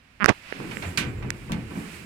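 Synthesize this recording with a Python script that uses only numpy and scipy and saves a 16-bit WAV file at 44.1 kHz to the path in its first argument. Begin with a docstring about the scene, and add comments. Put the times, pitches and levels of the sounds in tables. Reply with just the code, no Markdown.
"""Sliding lift doors rolling open, heard from inside the small car on a hand-held stereo phone.
Rollers rumble in the car's standing waves, guides hiss and squeak, panels knock and a steel catch clacks
over a faint hum, all mostly louder on the right. Just before, a finger creaks, snaps and scrapes
directly on the right microphone and overloads it. A few handling ticks follow."""
import sys
import numpy as np
from scipy import signal
from scipy.fft import rfft, irfft, next_fast_len
from scipy.io import wavfile

SR = 44100
rng = np.random.default_rng(int(sys.argv[2]) if len(sys.argv) > 2 else 0)


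def pcm_store(signal):
    """Save signal as 16-bit PCM."""
    levels = np.round(np.clip(np.atleast_2d(signal), -1, 1) * 32767)
    wavfile.write(sys.argv[1], SR, levels.astype(np.int16).T)


N = 90404
LONG, HIT, TICK = 2 * next_fast_len(N // 2 + 1, real=True), 16384, 2048  # buffer lengths in samples
T = np.arange(LONG) / SR
PORT_TOP_HZ, TOP_HZ = 2880, 16100  # low-pass edges: finger pulses at the microphone port, the phone


def rollers():
    """The door rollers shake the car and its panels; the walls boom briefly."""
    # course of the rumble: t/s, deep level/dB, panel level/dB
    roll = [(.48, -61.5, -93), (.55, -69, -43.5), (.62, -51.5, -35), (.76, -47.5, -39.5), (.86, -44, -38.5),
            (.95, -46.5, -43.5), (1.04, -37.5, -32), (1.17, -36, -41.5), (1.28, -39, -36.5),
            (1.34, -40.5, -41.5), (1.44, -44, -45.5), (1.56, -35.5, -39.5), (1.68, -41.5, -44.5),
            (1.82, -55, -39), (1.93, -48.5, -46.5), (2.05, -53, -46.5)]
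    # spectrum of the deep rumble: f/Hz, level/dB
    deep_colour = [(20, -47), (32, -16), (45, -3.5), (62, -0.5), (85, -1.5), (125, 2.5), (160, -21),
                   (300, -53.5)]
    # spectrum of the panel rumble: f/Hz, level/dB
    panel_colour = [(70, -33), (120, -1), (170, 0.5), (220, -1.5), (330, -3.5), (450, -6), (650, -19),
                    (1200, -17.5), (2500, -19), (8000, -92)]
    # wall booms: t/s, f/Hz, level/dB
    booms = [(.885, 90.3, -28), (1.075, 130, -34.5), (1.275, 129.3, -30)]
    deep = curve(roll, column=1) * air(in_car(deep_colour, LONG))
    panels = curve(roll, column=2) * air(in_car(panel_colour, LONG))
    walls = sum(undb(db) * swell(at, width_s=.031) * np.sin(2 * np.pi * hz * (T - at))
                for at, hz, db in booms)
    return deep + panels + walls


def guides():
    """The door guides hiss and faintly squeak along the sill."""
    # course of the sliding noise: t/s, midrange level/dB, treble level/dB
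    slide = [(0, -61, -78), (.19, -59.5, -74.5), (.33, -49, -62.5), (.42, -51, -63.5), (.51, -42, -60.5),
             (.65, -46, -56.5), (.78, -46, -52), (.89, -48.5, -51.5), (.96, -47.5, -57), (1.1, -53.5, -62),
             (1.25, -54.5, -67), (1.38, -51.5, -60), (1.66, -51, -62.5), (1.79, -48, -52),
             (1.88, -45.5, -55), (1.96, -44.5, -52), (2.05, -50.5, -58.5)]
    # spectrum of the midrange rub: f/Hz, level/dB
    rub_colour = [(150, -0.5), (400, -7.5), (900, -4.5), (1600, -0.5), (2600, 1), (3400, -7.5), (5000, -10),
                  (8000, -27), (16000, -61)]
    # spectrum of the treble hiss: f/Hz, level/dB
    hiss_colour = [(2000, -54), (4200, -4.5), (6000, -4.5), (7800, 1.5), (10000, -2), (13000, -7),
                   (16000, -13)]
    # squeaks: t/s, level/dB
    squeaks = [(.78, -53), (.875, -52), (1.088, -60.5), (1.19, -63.5), (1.275, -71)]
    rub = curve(slide, column=1) * air(colour(rub_colour, LONG))
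    hiss = curve(slide, column=2) * air(colour(hiss_colour, LONG))
    squeak_gain = sum(undb(db) * swell(at, width_s=.028) for at, db in squeaks)
    return rub + hiss + squeak_gain * air(resonance(hz=7420, width_hz=590, size=LONG))


def knocks():
    """Each knock thuds in the door panels and rattles the steel gear; the treble dies first."""
    # knocks: t/s, thud level/dB, metal level/dB, rattle t60 at 2 kHz/s, tilt/(dB per octave)
    hits = [(.595, -38.5, -45.5, 0.69, -13), (.710, -41.5, -38, 0.24, -2), (.822, -41.5, -34, 0.39, -3),
            (0.9734, -30.5, -22.5, 0.27, 3), (1.050, -39.5, -50.5, 0.49, -4),
            (1.224, -34.5, -39, 0.15, -5.5), (1.495, -28.5, -34.5, 0.28, -15), (1.519, -27, -37, .2, 1.5),
            (1.707, -37, -42.5, 0.2, -9), (1.754, -30, -42.5, 0.1, -8)]
    # spectrum of the panel thud: f/Hz, level/dB
    thud_colour = [(30, -17), (75, -7), (130, -2.5), (215, 2.5), (300, -3), (450, -18.5), (800, -16),
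                   (1500, -28), (5000, -65)]
    # spectrum of the rattle before its tilt: f/Hz, level/dB
    rattle_colour = [(200, -17.5), (600, -4.5), (1100, -4), (1600, 0), (2400, 2.5), (3300, -4), (5000, -10),
                     (8000, -15.5), (12000, -23.5), (16000, -34)]
    metal_attack_s, treble_damping = .0021, .35
    bands_hz = 250 * 2 ** np.arange(7)
    octave = np.log2(np.clip(freqs(HIT), bands_hz[0], bands_hz[-1]))
    out = np.zeros((2, LONG))
    for start, thud_db, metal_db, t60, tilt_db in hits:
        thud = air(in_car(thud_colour, HIT)) * blow(attack_s=.012, t60_s=.41, size=HIT)
        spectrum = rfft(air(colour(rattle_colour, HIT) * undb(tilt_db * octave)))
        metal = undb(-4) * steel_ring(tilt_db, metal_attack_s)
        for hz in bands_hz:
            band = irfft(spectrum * np.maximum(1 - np.abs(octave - np.log2(hz)), 0))
            metal += band * blow(metal_attack_s, t60 * (2000 / hz) ** treble_damping, HIT)
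        add(out, start, undb(thud_db) * thud + undb(metal_db) * metal)
    return out


def steel_ring(tilt_db, attack_s):
    """The door gear rings, each mode reaching each microphone in a chance phase."""
    # modes of the steel gear: f/Hz, relative level/dB, t60/s
    modes = [(981, 3.5, 0.14), (1152, -0.5, 0.28), (1538, 3, .33), (1610, -7, 0.12), (2217, -1.5, 0.25),
             (2394, 1, 0.25), (2775, -4.5, 0.18), (2950, -1.5, 0.22), (3520, -6, 0.16), (3680, -3, 0.13),
             (4240, -1, 0.12), (5701, -11, 0.15)]
    hz, db, t60 = np.array(modes).T
    gains = undb(db + tilt_db * np.log2(hz))
    gains /= np.sqrt(np.sum(gains ** 2) / 2)
    phases = rng.uniform(0, 2 * np.pi, (len(hz), 2, 1))
    return sum(gain * np.sin(2 * np.pi * f * T[:HIT] + phase) * blow(attack_s, decay, HIT)
               for f, gain, decay, phase in zip(hz, gains, t60, phases))


def catch():
    """The steel catch strikes and bounces, each contact a short bright ring."""
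    # contacts: t/s, level/dB, f/Hz, t60/s
    contacts = [(0.9726, -29, 8350, 0.0067), (0.974, -14, 4710, 0.0046), (0.979, -24.5, 2335, 0.022)]
    out = np.zeros((2, LONG))
    for start, db, hz, t60 in contacts:
        ring = np.sin(2 * np.pi * hz * T[:TICK] + rng.uniform(0, 2 * np.pi))
        add(out, start, undb(db) * ring * blow(attack_s=.00082, t60_s=t60, size=TICK))
    return out


def finger():
    """Handling noise: skin scrapes, creaks, snaps and presses on the right microphone."""
    # course of the scrape: t/s, level/dB
    scrape = [(.236, -71), (.246, -23), (.268, -37), (.279, -28.5), (.286, -9), (.294, -11.5),
              (.304, -16.5), (.311, -25.5), (.318, -30.5), (.326, -32.5), (.342, -60), (.38, -106)]
    # spectrum of the scrape: f/Hz, level/dB
    scrape_colour = [(40, -6), (100, 2.5), (250, 7.5), (600, 6), (1800, 2), (2600, -2.5), (3600, -10),
                     (6000, -18), (10000, -36), (16000, -54)]
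    # single slips: t/s, ring level/dB, ring f/Hz, thump level/dB, thump f/Hz,
    # thump width/share of its f, crack level/dB
    slips = [(0.2009, -27, 1400, -29, 260, 0.73, -70), (0.2435, 6, 1345, -0.5, 195, 1.3, -15.5),
             (0.2593, 13, 1524, 5, 290, 2.3, -9), (0.2922, 6, 1710, -4.5, 295, 0.77, -9.5),
             (0.3, -10, 1100, -7, 195, 0.9, -45), (0.3098, -20, 1200, -6, 190, .9, -47),
             (0.5249, -14.5, 1660, -14, 420, 0.52, -63), (0.6023, -30, 980, -19.5, 407, 0.61, -60),
             (0.77, -12.5, 1950, -20, 250, 0.49, -60), (1.304, -9, 1840, -45, 396, 1, -11.5)]
    # spectrum of a slip's crack: f/Hz, level/dB
    crack_colour = [(200, -23), (1500, -8), (3200, -3.5), (6500, 1), (10000, -8.5), (16000, -28)]
    right = curve(scrape) * air(colour(scrape_colour, LONG))[0] + creak()
    for start, *ring_and_thump, crack_db in slips:
        add(right, start, slip(start, *ring_and_thump) + undb(crack_db) * crack(crack_colour))
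    press = undb(-10.5) * ping(hz=109, width_hz=164)
    add(right, .2995, press)
    return np.array([undb(-48) * right, right])  # the left microphone barely hears it


def creak():
    """Skin sticks and slips in a near-even run of pulses that grow while their ring sinks in pitch."""
    start, period_s, count = .2065, .00485, 7
    jitter_s, scatter_db, last_pulse_db = .00015, 1.5, -12
    out = np.zeros(LONG)
    for k, (late, strong) in enumerate(rng.standard_normal((count, 2))):
        pulse = slip(start, ring_db=-12.5 + 1.28 * k, ring_hz=1400 - 25.4 * k,
                     thump_db=-30.5 + 3.5 * k, thump_hz=204, thump_share=.43)
        db = scatter_db * strong + last_pulse_db * (k == count - 1)
        add(out, start + k * period_s + late * jitter_s, undb(db) * pulse)
    return out


def slip(start, ring_db, ring_hz, thump_db, thump_hz, thump_share):
    """Skin lets go: the microphone port rings and the case thumps at the same instant."""
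    covered = start < .35  # until then the finger damps the port and adds a low ring
    ring = ping(ring_hz, width_hz=(.91 if covered else .61) * ring_hz)
    ring += undb(-31) * ping(hz=4900, width_hz=1500, top_hz=6400)  # overtone of the port
    if covered:
        ring += undb(-8.5) * ping(hz=670, width_hz=670, order=1)
    thump = ping(thump_hz, width_hz=thump_share * thump_hz, order=1)
    return undb(ring_db) * ring + undb(thump_db) * thump


def crack(points):
    """A dry click crosses the phone's case as a bending wave, treble first; peak 1."""
    travel_s = .0025  # at 1 kHz
    cycles = 2 * travel_s * np.sqrt(1000 * freqs(TICK))
    click = irfft(colour(points, TICK) * np.exp(-2j * np.pi * cycles))
    return click / np.abs(click).max()


def left_tick():
    """One handling tick with a short ring, on the left microphone only."""
    # spectrum of the tick: f/Hz, level/dB
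    tick_colour = [(500, -9), (3000, -3), (7000, 0), (15000, -8)]
    ring = ping(hz=3100, width_hz=1550, top_hz=TOP_HZ)
    out = np.zeros((2, LONG))
    add(out[0], 1.5197, undb(-22) * crack(tick_colour) + undb(-19) * ring)
    return out


def in_car(points, size):
    """A source's spectrum, raised at the standing waves of the small car."""
    # standing waves: f/Hz, boost/dB
    modes = [(45, 5.5), (80, 7.5), (126, 2.5), (170, 8.5), (215, 5.5), (280, 5.5), (340, 6)]
    half_width_hz = 3.9
    boost_db = sum(db / (1 + ((freqs(size) - hz) / half_width_hz) ** 2) for hz, db in modes)
    return colour(points, size) * undb(boost_db)


def hum():
    """Room tone of the car: a faint, steady hum of low noise."""
    # spectrum of the hum: f/Hz, level/dB
    hum_colour = [(20, -12), (60, -11), (110, -9.5), (180, -.5), (270, 1.5), (400, -20), (700, -11.5),
                  (2000, -20), (8000, -42)]
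    return undb(-62.5) * air(colour(hum_colour, LONG))


def air(gain):
    """Diffuse noise of the given spectral shape at two microphones, alike only in the bass; rms 1."""
    bass_likeness, fade_hz = .95, 630
    mid, side = rng.standard_normal((2, 2 * len(gain))).view(complex)
    alike = bass_likeness * np.exp(-(freqs(2 * len(gain) - 2) / fade_hz) ** 2)
    mid, side = mid * np.sqrt(1 + alike), side * np.sqrt(1 - alike)
    noise = irfft(gain * np.array([mid + side, mid - side]))
    return noise / np.sqrt(np.mean(noise ** 2))


def ping(hz, width_hz, top_hz=PORT_TOP_HZ, order=2):
    """One impulse through a damped resonance and a steep low-pass; peak 1."""
    lowpass = signal.freqs(*signal.butter(N=6, Wn=1, analog=True), freqs(TICK) / top_hz)[1]
    ring = irfft(resonance(hz, width_hz, TICK, order) * lowpass)
    return ring / np.abs(ring).max()


def resonance(hz, width_hz, size, order=2):
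    """A causal band-pass, steeper with each order."""
    f = freqs(size)
    return (1 + 1j * (f ** 2 - hz ** 2) / (f * width_hz)) ** -order


def blow(attack_s, t60_s, size):
    """Quick rise, exponential fall."""
    rise = np.minimum(T[:size] / attack_s, 1)
    return rise * np.exp(-np.log(1000) * np.maximum(T[:size] - attack_s, 0) / t60_s)


def swell(centre_s, width_s):
    """A bell-shaped rise and fall."""
    return np.exp(-np.minimum(np.abs(T - centre_s) / width_s, 10) ** 2)


def curve(table, column=1):
    """Gain over time from one dB column."""
    rows = np.array(table)
    return undb(np.interp(T, rows[:, 0], rows[:, column]))


def colour(points, size):
    """Gain over frequency from points of f/Hz, level/dB."""
    hz, db = np.array(points).T
    return undb(np.interp(np.log(freqs(size)), np.log(hz), db))


def freqs(size):
    """Frequency axis for a sound of this many samples."""
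    return np.maximum(np.arange(size // 2 + 1) * SR / size, 1)


def undb(db):
    """Decibels to amplitude."""
    return 10 ** (np.asarray(db) / 20)


def add(out, start, x):
    """Mix a short sound in at its start time in seconds."""
    i = int(np.clip(start * SR, 0, LONG - 1))
    out[..., i:i + x.shape[-1]] += x[..., :LONG - i]


def scene():
    """Doors and room tone at both microphones, plus the handling on the phone itself."""
    # right microphone relative to the left: f/Hz, level/dB
    right_lead = [(60, 4), (130, -2), (380, 4), (700, 2.5), (1300, 4), (2400, 12), (4400, 6), (8000, 9.5),
                  (15000, 6.5)]
    car = knocks() + catch() + rollers() + guides() + hum()
    half_lead = np.sqrt(colour(right_lead, LONG))
    car = irfft(rfft(car) * np.array([1 / half_lead, half_lead]), LONG)
    return (car + finger() + left_tick())[:, :N]


def record(dry):
    """The phone overloads, flattening peaks at full scale, and cuts the top treble."""
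    knee = 3.2
    clipped = dry / (1 + np.abs(dry) ** knee) ** (1 / knee)
    return signal.sosfilt(signal.ellip(8, .2, 85, TOP_HZ, fs=SR, output="sos"), clipped)


dry = scene()
out = record(dry)
pcm_store(out)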